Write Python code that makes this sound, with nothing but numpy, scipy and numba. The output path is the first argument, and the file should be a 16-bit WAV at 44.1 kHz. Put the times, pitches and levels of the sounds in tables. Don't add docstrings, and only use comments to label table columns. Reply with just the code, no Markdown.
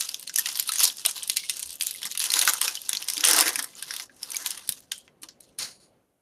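import sys
import numpy as np
from scipy import signal
from scipy.fft import rfft, irfft, next_fast_len
from scipy.io import wavfile
from scipy.ndimage import uniform_filter1d
from numba import njit

SR = 44100
rng = np.random.default_rng(int(sys.argv[2]) if len(sys.argv) > 2 else 0)


def voltage_ratio(decibels):
    exponent = np.asarray(decibels, float) / 20
    return 10 ** exponent


def put_to_file(sound):
    columns = np.atleast_2d(sound).T
    safe = np.clip(columns, -1, 1)
    whole_steps = np.round(safe * 32767)
    wavfile.write(sys.argv[1], SR, whole_steps.astype(np.int16))


N = 273861
TIME_S = np.arange(N) / SR


def level(x, db):
    return x * voltage_ratio(db) / np.sqrt(np.mean(x ** 2))


def colour(x, points):
    hz, db = np.transpose(points)
    size = next_fast_len(len(x) + 8192)
    f = np.maximum(np.arange(size // 2 + 1) * SR / size, 1)
    gain = voltage_ratio(np.interp(np.log(f), np.log(hz), db))
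    return irfft(rfft(x, size) * gain, size)[:len(x)]


def walk(rate):
    hold = int(SR / rate)
    steps = np.repeat(rng.standard_normal(N // hold + 1), hold)
    return uniform_filter1d(uniform_filter1d(steps, hold), hold)[:N]


@njit
def ring(s, hz, t60, size):
    out = np.zeros(N)
    for k in range(len(s)):
        turn = np.exp(2j * np.pi * hz[k] / SR - np.log(1000) / (t60[k] * SR))
        z = size[k] + 0j
        start = max(int(s[k] * SR), 0)
        for j in range(start, min(start + int(t60[k] * SR), N)):
            out[j] += z.imag
            z *= turn
    return out


GRIP_S, PATCHY_DB = .06, 5.5


def buckle(s, db, family, grip, count, spread_s, scatter_db):
    lo_hz, hi_hz, t60 = family
    u = rng.random((len(s), count, 4))
    lag = np.log(u[..., 0] / (1 - u[..., 0])) * spread_s
    place = (np.arange(count) + u[..., 1]) / count
    hz = lo_hz * (hi_hz / lo_hz) ** place
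    grip_row = (s / GRIP_S).astype(int)[:, None] % len(grip)
    free_db = PATCHY_DB * grip[grip_row, (place * grip.shape[1]).astype(int)]
    share = voltage_ratio(free_db - scatter_db * (u[..., 2] + np.abs(lag) / spread_s))
    size = voltage_ratio(db)[:, None] * share / np.sqrt(np.sum(share ** 2, axis=1, keepdims=True))
    decay_s = t60 * (0.4 + 0.79 * u[..., 3])
    return ring((s[:, None] + lag).ravel(), hz.ravel(), decay_s.ravel(), size.ravel())


TURN_BUCKLES = [(0.0091, -13, -16, -4.5), (0.023, -20, -10, -18), (0.091, -24.5, -32, -1),
                (0.1446, -22.5, -33, -6.5), (0.1965, -34, -17, 4), (0.2285, -30.5, -6, -1.5),
                (0.2758, -26, -20, -1.5), (0.296, -24, -17, -15), (0.342, -30, -27, 1.5),
                (0.3601, -16.5, -41, 3), (.378, -18.5, -12, -3.5), (.4085, -24.5, -20, -6.5),
                (0.3858, -15.5, -9.5, 4.5), (0.3932, -19, -13, 4.5), (0.4593, -13.5, -21.5, -10),
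                (0.4715, -26, 5.5, 3), (0.488, -20.5, -3.5, -3.5), (0.556, -19.5, -8, -6.5),
                (0.591, -21.5, -10, -3.5), (0.598, -14.5, -12.5, 4), (0.626, -29.5, -23, 8),
                (0.6915, -19, -20, 1), (0.7209, -19.5, -8, 0), (0.7367, -23.5, -15.5, 3.5),
                (0.758, -23, -6.5, 2), (0.7847, -21.5, -23, -0.5), (0.794, -18, -28.5, -1.5),
                (0.8029, -21.5, -18, 6), (0.834, -12, -28.5, 3), (0.842, -14, -23, 6.5),
                (0.853, -12, -33.5, -3), (0.8765, -22, -19, 4)]
SEAM_BUCKLES = [(0.983, -31, -22, -17.5), (1.0522, -12, -9.5, -9), (1.0615, -13, -10, 4.5),
                (1.112, -25.5, -22, 1), (1.179, -29, -30, 2.5), (1.2316, -30.5, -29.5, 7.5),
                (1.237, -23.5, -26, -3.5), (1.277, -29, -17, 7.5), (1.2984, -12, -31, -2),
                (1.3182, -31, -21, 5), (1.3642, -20, -30, -7), (1.3699, -11.5, -36, -0.5),
                (1.378, -34, -23, 1), (1.497, -12, -20, -3), (1.5948, -30.5, -25, 5.5),
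                (1.6288, -21.5, -15, -2.5), (1.694, -28.5, -26.5, -6), (1.7056, -29.5, -31, 1),
                (1.729, -32, -34, 3.5), (1.756, -42.5, -27, 14.5), (1.8107, -14, -47, -8),
                (1.8232, -25.5, -23, 8), (1.8693, -25, -34, 11), (1.9105, -28, -11, 6.5),
                (2.0188, -31, -0.5, -3), (2.0308, -21, -12, -8.5), (2.0543, -25, 1, 4.5),
                (2.0627, -31, -12, 4.5)]
TEAR_BUCKLES = [(2.1106, -35, -25, 2), (2.1153, -26.5, -20, -9), (2.122, -27, -30, -0.5),
                (2.152, -24, -3, -4.5), (2.1755, -19, -29, 1.5), (2.2025, -16, -13, -6.5),
                (2.2148, -19, -9.5, -12.5), (2.241, -21, -8, 3), (2.304, -17, -16.5, -7),
                (2.3196, -17, -6, -0.5), (2.3392, -11, -17, -3), (2.3703, -20.5, 3, -4),
                (2.3921, -11, -15, -2), (2.4155, -13, -18.5, -1.5), (2.4243, -19, -2.5, 5.5),
                (2.4517, -19, -12, 5), (2.4758, -11.5, -2, -2), (2.488, -16, -12.5, -0.5),
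                (2.496, -22.5, -0.5, 10.5), (2.5359, -26.5, 9.5, 12), (2.6156, -14, -2, 0.5),
                (2.628, -18.5, -21, -4), (2.6426, -24, -20, -1), (2.6802, -14.5, -7, -4.5),
                (2.7537, -23.5, -30, -5), (2.7734, -39, -26, -11), (2.8925, -18.5, -2.5, 5),
                (2.932, -17, -11, -4.5), (2.952, -20.5, -12.5, -5.5), (2.9716, -22, -27, -11)]
RIP_BUCKLES = [(3.0251, -20, -31, -5.5), (3.0859, -17, -25, -1.5), (3.101, -19, -13, 1),
               (3.136, -26, -28, 3), (3.169, -21, -22, -5), (3.1796, -19.5, -13, -4), (3.208, -17, -11, -5),
               (3.2405, -9.5, -15.5, -5.5), (3.2485, -15.5, -9.5, 4), (3.252, -8, -23.5, -3),
               (3.262, -15.5, -20, -12), (3.274, -10.5, -16, -2.5), (3.2865, -18, -4.5, 7.5),
               (3.299, -19.5, -9.5, 4.5), (3.312, -10, -21, 1), (3.3335, -10.5, -14, 1.5),
               (3.3654, -13.5, -8.5, 3), (3.3886, -13.5, -2.5, 4), (3.4022, -18, -7.5, 3.5),
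               (3.4095, -13, -9.5, 6.5), (3.4809, -15.5, -5, -1.5), (3.4917, -23.5, 3.5, 6.5),
               (3.5583, -20, -3.5, 2.5), (3.592, -17.5, 4, -0.5), (3.5991, -22, -7, -6.5),
               (3.643, -29.5, 5.5, 7.5)]
DROP_BUCKLES = [(3.826, -24, -15.5, -1.5), (3.836, -31, -14.5, -12), (3.9107, -25, -13.5, -9),
                (3.939, -23.5, -4, -1.5), (3.965, -20.5, -18.5, -4.5), (3.9993, -26, 1, -6),
                (4.231, -31, -26, 6.5), (4.3178, -31.5, -10, 7), (4.3676, -25.5, -26, 6.5),
                (4.4618, -15.5, -4, -2.5), (4.4722, -29, -12, 9), (4.5069, -22.5, -38, 3.5),
                (4.5158, -23, -24, -8), (4.5771, -31, -6, -2.5), (4.6763, -34.5, -17.5, 3),
                (4.692, -20.5, -11.5, 10.5), (4.724, -28, -27.5, 5.5), (4.9197, -17, -11, -4.5),
                (5.0793, -55.5, 13, -11), (5.2338, -30, -6, -3), (5.288, -29, -9, -19),
                (5.4074, -51, -17.5, 12.5), (5.5875, -31.5, -9.5, 6)]
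# (time [s], peak [dB])
SMALL_TICKS = [(0.2114, -32.5), (0.2364, -34.5), (0.5276, -24), (0.5601, -21), (0.5736, -5.5), (0.677, -18),
               (0.9705, -26), (1.146, -33), (1.5097, -22), (1.5696, -24), (1.6248, -27), (1.6594, -23.5),
               (1.741, -29), (1.8339, -16), (1.931, -30.5), (1.9408, -26), (1.9484, -28), (1.96, -27),
               (2.1954, -15), (2.69, -22), (2.818, -24.5), (3.043, -27), (3.532, -21), (3.6267, -16),
               (4.1654, -44), (4.1754, -53.5), (4.3053, -22), (4.346, -20), (4.4248, -25.5), (4.792, -39),
               (4.805, -35), (4.98, -33), (4.987, -39.5), (5.222, -35),
               (1.5995, -21),
    (1.6748, -28),
    (1.8, -25),
    (2.4695, -14),
]
TICK_DB, TICK_BODY_DB, TICK_EDGE_DB = -12.5, -12.5, 7.5


def big_buckles():
    ticks = []
    for s, db in SMALL_TICKS:
        ticks.append((s, min(db, -15) + TICK_DB, TICK_BODY_DB, TICK_EDGE_DB))
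    return TURN_BUCKLES + SEAM_BUCKLES + TEAR_BUCKLES + RIP_BUCKLES + DROP_BUCKLES + ticks


# (lowest mode [Hz], highest mode [Hz], ring t60 [s])
BODY, FACET, EDGE = (800, 2106, 0.012), (2570, 7740, 0.0047), (8090, 15930, 0.0044)
PACK = (285, 800, 0.028)
# (frequency [Hz], gain [dB])
LITTLE_BASS = [(200, -30), (600, -18.5), (1000, -8), (2000, 1)]


def snaps(grips):
    s, db, body_db, edge_db = np.transpose(big_buckles())
    levels = (db - 2, db + edge_db + 3, db + body_db + 0.5)
    out = 0
    for family, family_db, grip in zip((FACET, EDGE, BODY), levels, grips):
        crack = buckle(s - .0002, family_db + 2, family, .6 * grip, count=8, spread_s=.0001, scatter_db=3)
        cascade = buckle(s + .0011, family_db, family, grip, count=12, spread_s=.0017, scatter_db=1)
        out = out + crack + cascade
    return colour(out, LITTLE_BASS)


# (time [s], peak [dB], pitch [Hz])
TURN_MODES = [(0.0899, -13.5, 4840), (0.1433, -19, 3580), (0.2763, -20, 4190), (0.3411, -23, 6280),
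              (0.3593, -7, 6580), (0.386, -6.5, 6870), (0.4592, -6.5, 3850), (0.4896, -16.5, 4650),
              (0.596, -6, 7230), (0.6902, -15.5, 4130), (0.7363, -17.5, 4090), (0.7841, -12, 6670),
              (0.7934, -7.5, 6170), (0.835, -3, 6900), (0.852, -5, 5770), (0.8999, -16.5, 3370),
              (0.982, -22, 4680), (1.051, -6, 5270), (1.06, -11.5, 3900), (1.112, -17.5, 5780),
              (1.1784, -22.5, 3800), (1.2241, -27, 3260), (1.237, -23.5, 5680), (1.275, -23, 5880),
              (1.297, -11, 6760), (1.318, -24.5, 3880), (1.3685, -10.5, 4080), (1.496, -14.5, 5250),
              (1.6283, -21.5, 3190), (1.81, -10.5, 4720), (1.868, -7, 7190), (1.909, -21, 4900),
              (2.0306, -19, 5370), (2.1138, -15, 6900)]
# (time [s], peak [dB], pitch [Hz])
TEAR_MODES = [(2.1517, -22.5, 2980), (2.1744, -18, 3700), (2.2004, -17, 4260), (2.24, -16, 7320),
              (2.265, -23, 2960), (2.3027, -9.5, 4170), (2.3383, -8, 3820), (2.3676, -19, 2500),
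              (2.3782, -14, 7100), (2.391, -7.5, 4320), (2.4132, -7, 3810), (2.4505, -15, 6280),
              (2.476, -6, 5020), (2.6142, -11, 3180), (2.6558, -18, 3580), (2.6785, -11.5, 2490),
              (2.753, -18, 4850), (2.7723, -22, 3060), (2.892, -13, 3520), (2.9295, -15.5, 3440),
              (2.9499, -13.5, 3480), (2.9699, -15, 4300), (3.0237, -20, 6300), (3.0865, -12.5, 5350),
              (3.1345, -16, 5430), (3.1684, -17.5, 3120), (3.1779, -11, 4740), (3.2078, -15, 4980),
              (3.2395, -6.5, 5650), (3.2612, -5, 5550), (3.2722, -6, 6270), (3.3101, -6, 5030),
              (3.331, -6, 5480), (3.364, -13, 6500), (3.3884, -12.5, 2860), (3.4084, -7.5, 5270),
              (3.4363, -18.5, 2552), (3.4792, -13.5, 2434)]
# (time [s], peak [dB], pitch [Hz])
DROP_MODES = [(3.5567, -18, 2400), (3.5928, -16.5, 3260), (3.734, -34, 2300), (3.7523, -25, 7500),
              (3.827, -22, 4060), (3.9078, -16, 5530), (3.938, -24, 4070), (3.964, -26, 4000),
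              (3.9967, -22.5, 5500), (4.02, -23, 5970), (4.231, -17, 5170), (4.319, -17, 6190),
              (4.3579, -18, 4900), (4.367, -8.5, 6500), (4.4617, -18.5, 3260), (4.575, -31, 3050),
              (4.6158, -41, 2750), (4.691, -9, 5660), (4.7226, -18.5, 3810), (4.9169, -17, 3160),
              (5.079, -49, 3080), (5.2313, -23, 4400), (5.404, -45.5, 4170)]
# (time [s], peak [dB], pitch [Hz])
PANEL_MODES = [(0.2955, -28.5, 1500), (0.385, -23.5, 1880), (0.459, -23, 1900), (0.693, -24.5, 1430),
               (0.7567, -25, 2350), (0.8036, -23, 1295), (1.052, -26.5, 2364), (1.3688, -25, 2230),
               (1.4965, -19.5, 2300), (1.8107, -34, 2040), (1.908, -36, 2130), (2.0183, -33, 2120),
               (2.152, -22, 1391), (2.369, -21, 2350), (2.476, -4, 1480), (2.616, -28, 1580),
               (3.088, -30, 2140), (3.1687, -32, 2310), (3.237, -14.5, 1480), (3.286, -13.5, 1510),
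               (3.4102, -15.5, 962), (3.5593, -18, 1670), (3.5908, -21.5, 1680), (3.8244, -25, 1650),
               (3.9073, -24, 1650), (4.46, -26, 1560), (4.919, -28, 1480), (5.0784, -37, 2060),
               (0.5734, -22, 3250),
    (1.0864, -21, 2370),
    (1.1907, -29.5, 3850),
    (1.3954, -25, 3450),
    (1.8274, -28, 3740),
    (1.9475, -34, 2080),
    (2.0448, -19, 3600),
    (2.4904, -12, 1250),
    (2.5524, -20, 1310),
    (3.1184, -30, 3470),
]
# (frequency [Hz], gain [dB])
MIC_RESPONSE = [(30, -22.5), (55, -15), (1500, -5), (2600, 0), (6500, 5.5), (7700, 1), (8300, 3.5),
                (10500, 4.5), (13500, -3.5), (15400, -14.5), (16100, -40)]
RING_DB, RING_CYCLES, RING_SPREAD, RING_LATE_S = -10, 35.7, 0.065, .014


def rings():
    rows = TURN_MODES + TEAR_MODES + DROP_MODES + PANEL_MODES
    s, db, hz = np.transpose(rows)[..., None]
    u = rng.random((len(s), 8, 3))
    late = u[..., 0] ** 3 * (np.arange(8) > 1)
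    hz = hz * (1 + RING_SPREAD * (u[..., 1] - .5))
    mic_hz, mic_db = np.transpose(MIC_RESPONSE)
    heard_db = np.interp(np.log(hz), np.log(mic_hz), mic_db)
    size = np.sign(u[..., 2] - .5) * voltage_ratio(db + RING_DB - 20 * late - 1.1 * heard_db)
    at = s + .0006 + RING_LATE_S * late
    t60 = np.minimum(RING_CYCLES / hz, .015)
    return colour(ring(at.ravel(), hz.ravel(), t60.ravel(), size.ravel()), LITTLE_BASS)


# (peak time [s], crackle level [dB], time to settle 20 dB [s], bulk of foil moved [dB])
HAND_SQUEEZES = [(.005, -31, 0.23, -2.5), (.285, -46, -1.5, -4), (0.386, -34, 0.9, -2),
                 (1.059, -33, 0.48, 0), (1.305, -33.5, 0.12, -6), (1.372, -33, 0.35, -13),
                 (1.505, -38, 0.6, -4), (1.82, -36.5, 0.8, -10), (2.19, -28, 1.26, -5.5),
                 (2.62, -26, 0.2, 5.5), (2.9, -39.5, 0.86, 8), (3.09, -33, 0.23, 0), (3.182, -35, 0.63, -6),
                 (3.244, -17.5, 0.2846, 8.5), (3.753, -31, 0, -1), (3.831, -43, -0.3, -5),
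                 (4.167, -57, 0.7, -3), (4.25, -40.5, 0.29, -16), (4.468, -40, 0.47, 7),
                 (4.726, -46, 0.22, -26), (4.93, -46, 0.18, -15), (5.232, -40, 0.0361, 10.5),
                 (5.412, -55.5, 0.18, -5.5)]
# (peak time [s], crackle level [dB], time to rise 20 dB [s], time to fall 20 dB [s], bulk of foil moved [dB])
HAND_PULLS = [
    (.6, -36, 0.7, 1.36, -2.5),
    (.837, -23, 0.24, 0.1544, -2),
    (2.065, -32.5, 0.11, 0.04, 4),
    (2.34, -22.5, 0.1745, 0.42, 4.5),
    (2.486, -22, 0.2753, 0.1, 5.5),
    (3.334, -21, 0.2, 0.3381, 13.5),
    (3.596, -33.5, 0.83, 0, 5.5),
    (4.03, -36, 0.51, 0.05, 3.5),
    (4.361, -38.5, 0.3, 0.4753, 8),
]
SQUEEZE_RISE_S = 0.013
LET_GO = 0.68
BULK_FOLLOW = (0.06, 0.07, 0.86, 1.17)


def handling():
    squeezes = [(s, db, SQUEEZE_RISE_S, fall, bulk) for s, db, fall, bulk in HAND_SQUEEZES]
    s, db, rise, fall, bulk = np.transpose(squeezes + list(HAND_PULLS))[..., None]
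    late = TIME_S - s
    away = np.abs(late / np.where(late < 0, rise, fall))
    db = db - 20 * away * (1 + LET_GO * away ** 2)
    return [np.max(db + follow * bulk, axis=0) for follow in BULK_FOLLOW]


def aftershock(db):
    below_db, fade_db_s = -25, 350
    kicks = np.zeros(N)
    at = (np.transpose(big_buckles())[0] * SR).astype(int)
    np.add.at(kicks, at, voltage_ratio(db + below_db) ** 2)
    power = signal.lfilter([1], [1, -voltage_ratio(-2 * fade_db_s / SR)], kicks + 1e-18)
    return np.sqrt(power)


SHARE_DB = (-8, -9, -13.5, -22.5)
STUTTER_DB = 4
RUMBLE_DB = -40.5


def crackle(grips, per_s=2300, heavy_db=2.5):
    u = rng.random((17000, 2))
    s = np.cumsum(-np.log(u[:, 0])) / per_s
    db = np.minimum(-heavy_db * np.log(u[:, 1]), 12)
    _, snap_db, body_db, edge_db = np.transpose(big_buckles())
    after = (snap_db, snap_db + edge_db, snap_db + body_db, snap_db + 2 * body_db - 21)
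    stutter = voltage_ratio(STUTTER_DB * walk(70))
    families = (FACET, EDGE, BODY, PACK)
    out = 0
    for family, grip, gain_db, share_db, after_db in zip(families, grips, handling(), SHARE_DB, after):
        grains = buckle(s, db, family, grip, count=3, spread_s=0.00026, scatter_db=0.5)
        grains = colour(grains, [(family[0] / 1.5, -24), (family[0], 0), (family[1], 0)])
        earlier_db = np.pad(gain_db, (500, 0), mode="edge")[:N]
        gain_db = np.minimum(gain_db, earlier_db)
        gain = np.hypot(stutter * voltage_ratio(gain_db + share_db), aftershock(after_db))
        out = out + gain * level(grains, 0)
    rumble = colour(rng.standard_normal(N), [(90, 0), (250, -29.5), (16000, -120)])
    return out + voltage_ratio(gain_db) * level(rumble, RUMBLE_DB)


# (start time [s], hold time [s], level [dB])
CARD_STROKES = [
    (5.573, 0.042, -35),
    (5.784, 0.032, -64.5),
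]


def stroke_db():
    rise_s, fall_db_s, rest_db, rest_fall_db_s = 0.017, 241.5, -77, 59.5
    s, hold, db = np.transpose(CARD_STROKES)[..., None]
    late = TIME_S - s - rise_s
    db = db - np.maximum(-60 * late / rise_s, 0)
    db = db - fall_db_s * np.maximum(late - hold, 0)
    rest = rest_db - rest_fall_db_s * np.abs(TIME_S - CARD_STROKES[-1][0])
    return np.maximum(db.max(axis=0), rest)


# (frequency [Hz], density [dB per Hz])
CARD_RUB = [(59, -43), (100, -5), (721, -10.5), (1550, -6.5), (3540, -15), (4380, -9), (10200, -21),
            (16000, -18.5)]
# (frequency [Hz], width [Hz], gain [dB])
AIR_GAPS = [(4300, 870, 1.5), (6750, 230, 7), (9650, 1600, 11)]
REST_END_S = 6.036


def cards():
    rough = rng.standard_normal(N) * voltage_ratio(2 * walk(150))
    rub = level(colour(rough, CARD_RUB), 0)
    f = np.arange(N // 2 + 1) * SR / N
    gaps = sum(voltage_ratio(db) / (1 + (2 * (f - hz) / width) ** 2) for hz, width, db in AIR_GAPS)
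    level_db = stroke_db()
    slow = np.clip((-50 - level_db) / 20, 0, 1)
    rub = (1 - 0.42 * slow) * rub
    rub = rub + (0.45 + slow) * irfft(rfft(rub / (1 - 0.42 * slow)) * gaps, N)
    started = TIME_S > CARD_STROKES[0][0]
    ending = np.clip((REST_END_S - TIME_S) / 0.16, 0, 1)
    return rub * voltage_ratio(level_db) * started * ending


KNOCK_TIMES = [.386, .692, 1.052, 1.370, 1.436, 1.061, 2.052, 2.477, 2.682, 2.93, 3.17, 2.476, 3.57, 4.095,
               4.345, 4.691, 4.920, 5.079, 5.23, 5.41, 4.93]
# (pitch [Hz], t60 [s], level [dB])
KNOCK_MODES = [(1820, 0.051, -18), (1260, 0.025, -7), (378, 0.037, -27), (2230, 0.35, -30.5),
               (2120, 0.057, -28), (700, 0.043, -30), (239, 0.12, -37), (1180, 0.12, -11.5),
               (420, 0.087, -35), (270, 0.1, -31), (327, 0.22, -28.5), (1500, 0.0234, -4), (254, 0.39, -35),
               (1700, 0.089, -35.5), (2270, .07, -27), (152.4, 0.017, -27.5), (3190, 0.38, -30),
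               (2040, 0.028, -44.5), (305, 0.15, -39), (4080, 0.41, -50), (1480, 0.21, -38)]


def knocks():
    columns = (KNOCK_TIMES, *np.transpose(KNOCK_MODES))
    s, hz, t60, db = (np.repeat(c, repeats=60) for c in columns)
    u = rng.random((len(s), 3))
    late = u[:, 0] ** 2 * .5
    tap_t60 = np.minimum(t60, 60 / hz)
    at = s + late * (t60 - .8 * tap_t60)
    size = np.sign(u[:, 2] - .5) * voltage_ratio(db - 14 - 60 * late)
    hz = hz * (1 + np.minimum(.04 + 70 / hz, .25) * (u[:, 1] - .5))
    small = hz > 800
    bumps = ring(at, hz, tap_t60, size * ~small)
    pops = ring(at, hz, tap_t60, size * small)
    return bumps + colour(pops, LITTLE_BASS)


def thump():
    start_s, pitch_hz, sag_hz_s, swell_s, thump_db = 1.647, 70, 150, .027, -40.5
    t = np.maximum(TIME_S - start_s, 0)
    swell = t / swell_s * np.exp(1 - t / swell_s)
    return voltage_ratio(thump_db) * swell * np.sin(2 * np.pi * (pitch_hz - sag_hz_s * t / 2) * t)


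ROOM_T60_S, ROOM_DB = 0.087, -13.5


def room(x):
    t = np.arange(SR // 2) / SR
    tail = rng.standard_normal(len(t)) * voltage_ratio(-60 * t / ROOM_T60_S) * (t > .003)
    tail = colour(tail, [(200, 14.5), (6000, 3.5), (15000, -8.5)])
    tail = tail / np.sqrt(np.sum(tail ** 2))
    return voltage_ratio(ROOM_DB) * signal.fftconvolve(x, tail)[:N]


# (frequency [Hz], density [dB per Hz])
AIR_SPECTRUM = [(30, -10), (252, -8), (355, -12.5), (600, -14), (980, -26), (1280, -29), (11700, -67),
                (16000, -54.5)]
# (time [s], level [dB])
SUPPRESSION = [
    (0, 16.5),
    (5.95, 16.5),
    (6.08, 8.5),
    (6.21, 5),
]
AIR_DB = -71


def air():
    out = 0
    for hz in 40 * 2 ** np.arange(0, 9, .5):
        band = [(hz / 2, -40), (hz / 1.2, 0), (hz * 1.2, 0), (hz * 2, -40)]
        out = out + voltage_ratio(1.9 * walk(42)) * colour(rng.standard_normal(N), band)
    hush_db = np.interp(TIME_S, *np.transpose(SUPPRESSION))
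    return level(colour(out, AIR_SPECTRUM), AIR_DB) * voltage_ratio(hush_db)


def hiss():
    spectrum = [(500, -15.5), (1200, 10), (5000, -9), (12000, 2)]
    return level(colour(rng.standard_normal(N), spectrum), -79)


def scene():
    grips = rng.standard_normal((4, 400, 7))
    near = snaps(grips) + rings() + crackle(grips) + cards() + knocks() + thump()
    return (near + room(near) + air() + hiss())[None]


def roll_off(x):
    return signal.sosfilt(signal.butter(12, 16630, fs=SR, output="sos"), x)


def record(dry):
    heard = colour(dry[0], MIC_RESPONSE)
    over = np.maximum(np.abs(heard) - .6, 0)
    held = heard - np.sign(heard) * (over - .3 * np.tanh(over / .3))
    mix = colour(held, [(16200, 0), (16800, -50.5)])[None]
    return roll_off(mix)


dry = scene()
out = record(dry)
put_to_file(out)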